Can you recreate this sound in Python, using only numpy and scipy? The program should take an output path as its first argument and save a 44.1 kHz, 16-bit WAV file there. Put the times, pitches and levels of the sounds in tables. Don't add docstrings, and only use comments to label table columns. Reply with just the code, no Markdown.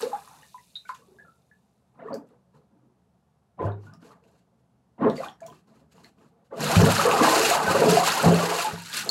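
import sys
import numpy as np
from scipy import signal
from scipy.fft import rfft, irfft
from scipy.io import wavfile
from scipy.ndimage import uniform_filter1d

SR = 44100
rng = np.random.default_rng(int(sys.argv[2]) if len(sys.argv) > 2 else 0)


def dump(signal):
    limited = np.clip(np.atleast_2d(signal).T, -1, 1)
    pcm = np.round(limited * 32767).astype(np.int16)
    wavfile.write(sys.argv[1], SR, pcm)


N = 401310


def gain_of(db):
    return 10 ** (np.asarray(db) / 20)


def evened(x):
    return x / np.sqrt(np.mean(x ** 2) + 1e-20)


def read(points, hz):
    point_hz, value = np.transpose(points)
    return np.interp(np.log(hz + 1), np.log(point_hz + 1), value)


def add(mix, start_s, sound):
    part = mix[round(start_s * SR):][:len(sound)]
    part += sound[:len(part)]


def coloured(x, spectrum):
    z = rfft(x)
    smooth = np.sqrt(uniform_filter1d(abs(z) ** 2, size=1500))
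    wanted = gain_of(read(spectrum, np.fft.rfftfreq(N, 1 / SR)))
    return evened(irfft(z / smooth * wanted, N))


def resonate(x, hz, width_hz):
    turn = np.exp(2j * np.pi * np.cumsum(hz) / SR)
    r = np.exp(-np.pi * width_hz / SR)
    smooth = signal.lfilter([1 - r], [1, -r], x / turn)
    return 2 * (turn * smooth).real


def bubble(hz, rise, t60, attack_s):
    t = np.arange(round(np.clip(t60, .002, .4) * SR) + 8) / SR
    pitch_hz = np.minimum(hz * 2 ** (rise * t), .45 * SR)
    turns = np.cumsum(pitch_hz) / SR
    return np.sin(2 * np.pi * turns) * gain_of(-60 * t / t60) * (1 - np.exp(-t / attack_s))


def cloud(low_hz, high_hz, per_s, cycles, spread_db, climb, count=16):
    out = np.zeros(N)
    bursts = rng.random(N) < per_s / SR
    size = gain_of(spread_db * np.minimum(rng.exponential(1, N), 5)) * bursts
    kind = rng.integers(0, count, N)
    for k, hz in enumerate(np.geomspace(low_hz, high_hz, count)):
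        t60 = cycles / hz
        ring = bubble(hz, climb / t60, t60, 2.6 / hz)
        out += signal.oaconvolve(size * (kind == k), ring)[:N]
    return evened(out)


def room_tone():
    # (pitch_hz [Hz], relative_level_db [dB per Hz])
    room_spectrum = [(15, -76), (25, -47), (59, -9), (80, -3.5), (91, -22), (130, 0.5), (144, -36.5),
                     (174, -2.5), (307, -33.5), (371, -19), (587, -27), (729, -20), (2030, -38),
                     (11400, -46), (15800, -59.5)]
    return gain_of(-66) * coloured(rng.standard_normal(N), room_spectrum)


def foam():
    start_db, fall_db_per_s = -52.5, 17.5
    # (pitch_hz [Hz], relative_level_db [dB per Hz])
    foam_spectrum = [(1470, -30), (2500, -1.5), (3300, -8), (3560, 0.5), (5490, -5.5), (6210, -3),
                     (11500, -5.5), (15800, -19.5)]
    pops = cloud(3200, 15000, 1500, 12, 2.0, 0.3, count=8) + rng.standard_normal(N)
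    fizz = coloured(pops, [(1500, -60.5)] + foam_spectrum)
    return gain_of(start_db - fall_db_per_s * np.arange(N) / SR) * fizz


def shower(count=40):
    low_hz, high_hz, cycles, fall_db = 1090, 6000, 78, 3
    # (start_s [s], length_s [s], reference_db [dB]);
    # single droplets are set 7 to 24 dB below the reference
    showers = [(0.02, 0.42, -55), (5.06, 0.27, -44.5)]
    out = np.zeros(N)
    for start_s, length_s, reference_db in showers:
        for when, pitch, size, glide in rng.random((count, 4)):
            hz = low_hz * (high_hz / low_hz) ** pitch
            t60 = cycles / hz
            plip = bubble(hz, 0.4 * glide / t60, t60, 1.7 / hz)
            level_db = reference_db - fall_db * when + 14 * (size - 1.5)
            add(out, start_s + when * length_s, gain_of(level_db) * plip)
    return out


def drips():
    # (start_s [s], peak_db [dB], pitch_hz [Hz], rise [octaves per s],
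    # t60_s, the time to die by 60 dB [s])
    bubbles = [(0.028, -19, 444.5, 7.3, 0.12), (0.13, -20.5, 812, 0.26, 0.052), (0.2, -52, 790, 0.48, 0.08),
               (0.276, -38.5, 1080, 2.7, 0.0097), (0.311, -43, 910, 0.2, 0.033),
               (0.423, -51, 2903.0, 0.3, 0.024), (0.431, -45, 1805, 0.2, 0.024),
               (0.544, -35, 986, 0.18, 0.065), (0.581, -48, 1930, 3.4, 0.016),
               (0.755, -29.5, 3750, 0.15, 0.049), (0.758, -34, 3970, 0.57, 0.064),
               (0.769, -36.5, 4010, 0.16, 0.08), (0.852, -47.5, 1466, 3.6, 0.084),
               (0.856, -51, 2250, 0.3, 0.04), (0.892, -24.5, 1360, 5.5, 0.0072),
               (0.892, -43, 2150, 0.2, 0.025), (0.894, -26, 1024, 2.1, 0.051),
               (0.992, -55, 490, 0.5, 0.065), (1.02, -57, 1127, 0.3, 0.12), (1.081, -51, 375, 2.1, 0.11),
               (1.116, -52, 378, 1.0, 0.15), (1.158, -57, 392, 0.2, 0.16), (1.186, -46, 1653, 0.3, 0.076),
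               (1.197, -45, 1710, 0.3, 0.074), (1.249, -51.5, 1390, 0.27, 0.15),
               (1.282, -48.5, 1333, 0.15, 0.085), (1.318, -60, 1378, 0.23, 0.13),
               (1.513, -50, 1714, 0.62, 0.054), (1.998, -55, 1790, 0.18, 0.13),
               (2.052, -33.5, 427, 3.7, 0.096), (2.076, -45, 1810, 0.2, 0.046),
               (2.084, -32, 1117.0, 1.3, 0.061), (2.118, -31.5, 281, 0.2, 0.081),
               (2.122, -28, 530, 4.9, 0.091), (2.131, -42, 4550, 0.3, 0.027), (2.142, -47, 4870, 0.5, 0.01),
               (2.311, -54.5, 474, 1.8, 0.11), (2.76, -59.5, 289, 1.1, 0.1), (2.83, -65, 330, 1.0, 0.1),
               (2.88, -60, 364, 1.0, 0.08), (3.591, -30, 1010, 0.66, 0.073), (3.609, -23, 396, 0.2, 0.025),
               (3.621, -31, 1004, 1.7, 0.14), (3.699, -33.5, 396, 0.2, 0.14), (3.72, -51, 3770, 0.2, 0.013),
               (3.789, -42, 375, 0.56, 0.028), (3.866, -47.5, 1420, 3, 0.13),
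               (3.929, -56, 1214, 0.27, 0.15), (4.025, -42.5, 270, 0.2, 0.03),
               (4.107, -42.5, 1160, 0.4, 0.012), (5.03, -22, 1064, 1.9, 0.15),
               (5.045, -20.5, 475, 0.22, 0.088), (5.067, -26, 1070, 0.23, 0.06),
               (5.075, -23, 494.0, 0.28, 0.075), (5.1, -41, 3820, 0.5, 0.03), (5.167, -37, 4600, 0.2, 0.03),
               (5.179, -34.5, 2050, 0.2, 0.012), (5.181, -28.5, 476, 12.2, 0.13),
               (5.201, -27, 606, 24, 0.049), (5.234, -27.5, 1140, 0.22, 0.025),
               (5.238, -42, 2470, 0.23, 0.037), (5.247, -40, 3630, 2.2, 0.019),
               (5.272, -34, 780, 0.6, 0.042), (5.285, -32.5, 3300, 0.9, 0.0082),
               (5.403, -51, 1690, 0.56, 0.03), (5.418, -35.5, 660, 0.18, 0.099),
               (5.431, -51, 2320, 0.2, 0.026), (5.45, -41, 687, 1.4, 0.092),
               (5.465, -41.0, 6970, 0.23, 0.015), (5.468, -51.0, 3330, 0.5, 0.015),
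               (5.482, -42.5, 990, 1.5, 0.049), (5.501, -50, 3200, 1.5, 0.018),
               (5.517, -48, 368, 1.2, 0.041), (5.526, -44, 1140, 2.4, 0.02), (5.981, -47, 900, 1.0, 0.012),
               (6.044, -50, 1700, 1.1, 0.019), (6.045, -47, 2030, 0.2, 0.011),
               (6.045, -42, 4230, 0.9, 0.012), (6.526, -28.5, 514, 0.2, 0.029),
               (6.537, -41.5, 1180, 0.2, 0.07), (6.615, -26, 479.4, 0.22, 0.33),
               (6.984, -22, 571, 0.2, 0.18), (6.993, -12, 1152, 22, 0.044), (7.052, -11, 483, 0.57, 0.12),
               (7.139, -11.5, 745, 6.3, 0.051), (7.211, -10.5, 242, 36, 0.032),
               (7.235, -12, 718, 2.6, 0.036), (7.365, -16, 345, 2.0, 0.034), (7.399, -16, 437, 2.8, 0.062),
               (7.439, -21, 428, 2.4, 0.059), (7.511, -12.5, 703, 1.1, 0.063), (7.55, -13, 930, 0.2, 0.051),
               (7.664, -21, 1518, 0.11, 0.2), (7.818, -13.5, 462, 2.0, 0.042),
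               (7.881, -10, 448, 2.0, 0.021), (7.92, -12.5, 430, 1.6, 0.064), (7.97, -6.5, 700, 5.1, 0.068),
               (8.074, -14.5, 973, 1.3, 0.027), (8.26, -24, 676, 1.6, 0.12), (8.317, -14.5, 425, 1.4, 0.1),
               (8.43, -16.5, 474, 2.0, 0.035), (8.522, -24, 710, 0.5, 0.06), (8.535, -25, 480, 1.0, 0.072),
               (8.587, -24, 690, 2.7, 0.078), (8.647, -20, 856, 0.82, 0.099), (8.777, -36, 940, 0.18, 0.12),
               (8.819, -46, 916, 0.21, 0.12), (8.899, -44.5, 880, 6.7, 0.18),
               (8.902, -37, 1610, 0.68, 0.036), (9.092, -10.5, 4400, 0.5, 0.02)]
    # (start_s [s], peak_db [dB], centre_hz [Hz])
    ticks = [(0.0243, -23, 3540), (0.8926, -40, 4450), (0.9513, -41, 3380), (2.1306, -61, 4730),
             (2.142, -36, 5000), (2.143, -35, 7900), (2.147, -42, 11500), (3.6247, -49, 2790),
             (3.937, -45, 5000), (4.027, -54, 2960), (4.239, -56, 2730), (5.099, -32, 3670),
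             (5.406, -44, 6660), (5.465, -33, 7010), (5.9814, -53, 2890), (6.044, -47, 4160),
             (6.759, -11.5, 2400), (7.113, -10.5, 2600), (8.93, -19.5, 3970), (9.0924, -13, 7000)]
    out = np.zeros(N)
    for start_s, peak_db, hz, rise, t60 in bubbles:
        ring = bubble(hz, rise, t60, 1.4 / hz)
        add(out, start_s, gain_of(peak_db) * ring / abs(ring).max())
    dying = gain_of(-60 * np.arange(400) / SR / 0.005)
    bursts = rng.standard_normal((len(ticks), 400)) * dying
    for (start_s, peak_db, hz), burst in zip(ticks, bursts):
        tick = resonate(burst, np.full(len(burst), hz), 0.13 * hz)
        add(out, start_s, gain_of(peak_db) * tick / abs(tick).max())
    return out


def shell(push, low_db, upper_db):
    # (pitch_hz [Hz], level_db [dB], t60_s, the time to die by 60 dB [s])
    tub_modes = [(102.6, 1.5, 0.49), (121, -18, 0.21), (170.9, 0.5, 0.51), (218, -4, 0.16),
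                 (264, -19, 0.79), (344, -3, .3), (447, -6, 0.17)]
    out = np.zeros(len(push))
    for k, (hz, db, t60) in enumerate(tub_modes):
        r = gain_of(-60 / (t60 * SR))
        w = 2 * np.pi * hz / SR
        ring = signal.lfilter([np.sin(w)], [1, -2 * r * np.cos(w), r * r], push)
        out += gain_of(db + low_db * (k < 2) + upper_db * (k > 2)) * ring
    return out


def stamps():
    # (start_s [s], peak_db [dB], low_modes_db [dB], upper_modes_db [dB], press_s [s])
    stamp_list = [(3.644, -18.5, 30, -24, 0.0019), (3.973, -48, -19, -4, 0.0017),
                  (6.763, -3.5, 1, -16, 0.0016), (6.816, -10, 20, -15, 0.0022),
                  (7.676, -23.5, -8.5, -7, 0.0021), (7.885, -17.5, -26, -18, 0.0014),
                  (8.257, -6, -15, -31, 0.001), (8.725, -28, -18, -26, 0.0029)]
    out = np.zeros(N)
    t = np.arange(SR * 3 // 4) / SR
    for start_s, peak_db, low_db, upper_db, press_s in stamp_list:
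        blow = np.gradient(np.exp(-(t / press_s - 2.5) ** 2))
        ring = shell(blow, low_db, upper_db)
        add(out, start_s, gain_of(peak_db) * ring / abs(ring).max())
    return out


def swell(t, start, rise, hold, fall_db_per_s):
    climb_db = 28 * (np.clip((t - start) / rise, 0, 1) - 1)
    sink_db = fall_db_per_s * np.maximum(t - start - rise - hold, 0)
    return (t >= start) * gain_of(2 * (climb_db - sink_db))


def motion():
    water_fall_db_per_s, spray_fall_db_per_s, churn_surge_hz = 233, 295, 174
    # (time_s [s], large_bubbles_db [dB], small_bubbles_db [dB],
    # surge_db [dB], spray_db above 5.5 kHz [dB])
    churn = [(6.495, -87, -89, -68, -92), (6.514, -40.5, -51, -68, -89), (6.611, -33, -42, -30, -35.5),
             (6.73, -26.5, -23.5, -33.5, -32.5), (6.84, -20, -26, -18, -32), (6.99, -32, -26.5, -34.5, -28),
             (7.08, -23.5, -23, -35.5, -36.5), (7.19, -26.5, -21.5, -31, -33.5),
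             (7.24, -22.5, -17, -37.5, -29), (7.46, -26.5, -30, -47, -27), (7.54, -29, -24.5, -46, -32),
             (7.66, -30.5, -28, -36, -40.5), (7.72, -22.5, -22, -36.5, -33), (7.88, -18.5, -28, -25, -32),
             (7.949, -20, -25, -26.5, -26.5), (8.03, -30.5, -27.5, -44, -34.5),
             (8.08, -32, -26.5, -45, -28), (8.19, -34.5, -27, -52, -34.5), (8.26, -16, -25, -15.5, -35),
             (8.55, -34, -31, -61, -35.5), (8.601, -36.5, -29.5, -78, -29), (8.72, -37, -39, -45, -44),
             (8.87, -70, -72, -58, -49.5), (8.925, -59, -57, -66, -43), (8.947, -75, -51, -52, -28.5),
             (9.09, -33, -40.5, -47, -48.5)]
    # large_bubbles_db [dB], small_bubbles_db [dB], surge_db [dB]
    lapping_db = (-77, -86, -72)
    # (start_s [s], rise_s [s], hold_s [s], large_bubbles_db [dB],
    # small_bubbles_db [dB], surge_db along the tub [dB], surge_pitch_hz [Hz])
    sweeps = [(0.0, 0.0045, 0.048, -39, -43, -46, 256), (0.089, 0.033, 0.043, -56, -45.5, -64, 235),
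              (0.185, 0.03, 0.2, -65, -56.5, -64.5, 160.4), (0.95, 0.027, 0.31, -68, -75.5, -67, 175),
              (1.931, .015, .03, -74, -66, -64, 190), (1.97, 0.027, 0.13, -45, -49.5, -49.5, 200),
              (2.054, 0.059, 0.032, -34.5, -49.5, -37.5, 228), (2.264, 0.043, 0.035, -64, -67, -77, 199),
              (2.51, 0.032, 0.024, -58.5, -68, -58, 158.4), (2.69, 0.03, 0.14, -73.5, -80, -64.5, 210),
              (3.573, 0.025, 0.088, -33, -40.5, -39, 121.3), (3.813, 0.022, 0.11, -65, -61.5, -53.5, 133.7),
              (3.99, 0.035, 0.12, -58.5, -59.5, -61, 199), (4.197, 0.034, 0.13, -63.5, -76, -66.5, 170),
              (4.981, 0.043, 0.057, -22, -30.5, -21.5, 226), (5.168, 0.049, .04, -55, -42, -44.5, 212.4),
              (5.402, .012, .11, -59.5, -61, -53.5, 155), (5.652, 0.025, 0.15, -65, -67.5, -60, 190),
              (5.901, 0.052, 0.12, -61.5, -65.5, -57, 171), (6.151, 0.037, 0.075, -65.5, -65.5, -55.5, 204),
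              (6.31, 0.02, 0.11, -68, -73.5, -72, 178)]
    # (start_s [s], rise_s [s], hold_s [s], spray_db above 5.5 kHz [dB])
    spurts = [(0.0, 0.0033, 0.043, -44.5), (0.745, 0.012, .01, -67), (0.85, 0.039, 0.0085, -59),
              (0.937, 0.0093, 0.0055, -58.5), (2.032, 0.029, 0.044, -78), (2.26, .012, .02, -77),
              (2.515, 0.037, .02, -78), (3.592, 0.042, 0.016, -65), (3.765, 0.058, .05, -73.5),
              (3.92, 0.014, 0.008, -75), (3.987, 0.041, 0.085, -68), (4.197, 0.044, 0.16, -81.5),
              (4.57, .02, 0.012, -89), (4.977, 0.13, .06, -66), (5.132, 0.027, 0.1, -53.5),
              (5.398, .02, .05, -75), (5.443, 0.021, .01, -66), (5.49, 0.037, 0.04, -69.5),
              (5.653, 0.023, 0.13, -75), (5.882, 0.042, .09, -71.5), (6.028, 0.0094, 0.0089, -62),
              (6.148, 0.038, 0.08, -75.5), (6.432, .015, .02, -82)]

    t = np.arange(0, N / SR + .002, .001)
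    churn_s, *churn_db = np.transpose(churn)
    power = np.array([gain_of(2 * np.interp(t, churn_s, db, left=-150)) for db in churn_db])
    power[:3] += gain_of(lapping_db)[:, None] ** 2
    for start, rise, hold, *db, _ in sweeps:
        power[:3] += gain_of(db)[:, None] ** 2 * swell(t, start, rise, hold, water_fall_db_per_s)
    for start, rise, hold, db in spurts:
        power[3] += gain_of(db) ** 2 * swell(t, start, rise, hold, spray_fall_db_per_s)

    pitch_points = [(start + rise, hz) for start, rise, *_, hz in sweeps]
    pitch_points.append((churn_s[0], churn_surge_hz))
    now = np.arange(N) / SR
    gains = [np.interp(now, t, gain) for gain in np.sqrt(power)]
    return gains, np.interp(now, *np.transpose(pitch_points))


def slosh():
    gurgle_spectrum = [(140, -36.5), (230, -7), (308, -3.5), (344, 6), (399, 3.5), (437, 9.5), (591, 5),
                       (702, 7), (786, -3.5), (950, 0.5), (1240, -22.5), (2090, -120)]
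    babble_spectrum = [(440, -41), (750, -7.5), (818, -5), (886, -7), (1120, -4.5), (1260, -6.5),
                       (1740, -16), (2550, -28.5), (3850, -38), (5000, -56.5), (6500, -83), (11000, -120)]
    spray_spectrum = [(880, -16.5), (1500, -1.5), (2080, -9.5), (2740, -3), (3360, -10), (4220, -5),
                      (5730, -12), (7110, -8.5), (9940, -17.5), (11600, -13), (13100, -25), (15200, -34),
                      (15800, -23.5)]

    (large_gain, small_gain, surge_gain, spray_gain), surge_hz = motion()
    noise = rng.standard_normal((5, N))
    large = coloured(cloud(230, 900, 350, 38, 2.2, .5) + .75 * noise[0], gurgle_spectrum)
    small = coloured(cloud(750, 3200, 800, 60, 2.5, .35) + .75 * noise[1], babble_spectrum)
    surge = evened(resonate(resonate(noise[3], surge_hz, 100), surge_hz, 150))

    fine_drops = cloud(1582, 15000, 2500, 43, 0.59, 0.38, count=18)
    fizz = coloured(fine_drops + 3.1 * noise[2], spray_spectrum)
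    plips = coloured(cloud(1800, 8000, 70, 65, 1.0, 0.28, count=10), spray_spectrum)
    patter = gain_of(2.56 * evened(uniform_filter1d(noise[4], size=900)))
    drops = patter * fizz + 0.46 * plips
    treble = signal.sosfilt(signal.butter(6, 5500, "high", fs=SR, output="sos"), drops)
    spray = spray_gain * drops / np.std(treble)
    return large_gain * large + small_gain * small + surge_gain * surge + spray


def bathroom(x):
    # (pitch_hz [Hz], t60_s, the time to die by 60 dB [s])
    tile_decay = [(150, 0.38), (500, 0.19), (1500, 0.18), (4000, 0.14), (12000, 0.17)]
    taps = np.zeros(SR // 2)
    slots = np.arange(200, len(taps) - 20, 20)
    taps[slots + rng.integers(0, 20, len(slots))] = rng.choice([-1., 1.], len(slots))
    hz, t, z = signal.stft(taps, SR, nperseg=256)
    decay = gain_of(-60 * t / read(tile_decay, hz)[:, None])
    tail = signal.istft(z * decay, SR, nperseg=256)[1]
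    return signal.fftconvolve(x, tail / np.linalg.norm(tail))[:N]


def scene():
    water = slosh() + foam()
    drops = drips() + shower()
    echo = bathroom(gain_of(-10) * water + gain_of(-2.5) * drops)
    return (water + drops + echo + stamps() + room_tone())[None]


def record(dry):
    edge_hz = 15850
    thin = signal.lfilter(*signal.butter(3, 70, "high", fs=SR), dry)
    rounded = 0.69 * np.tanh(thin / 0.83)
    low_pass = signal.firwin(511, edge_hz, window=("kaiser", 9), fs=SR)
    return signal.oaconvolve(rounded, low_pass[None], "same")


dry = scene()
out = record(dry)
dump(out)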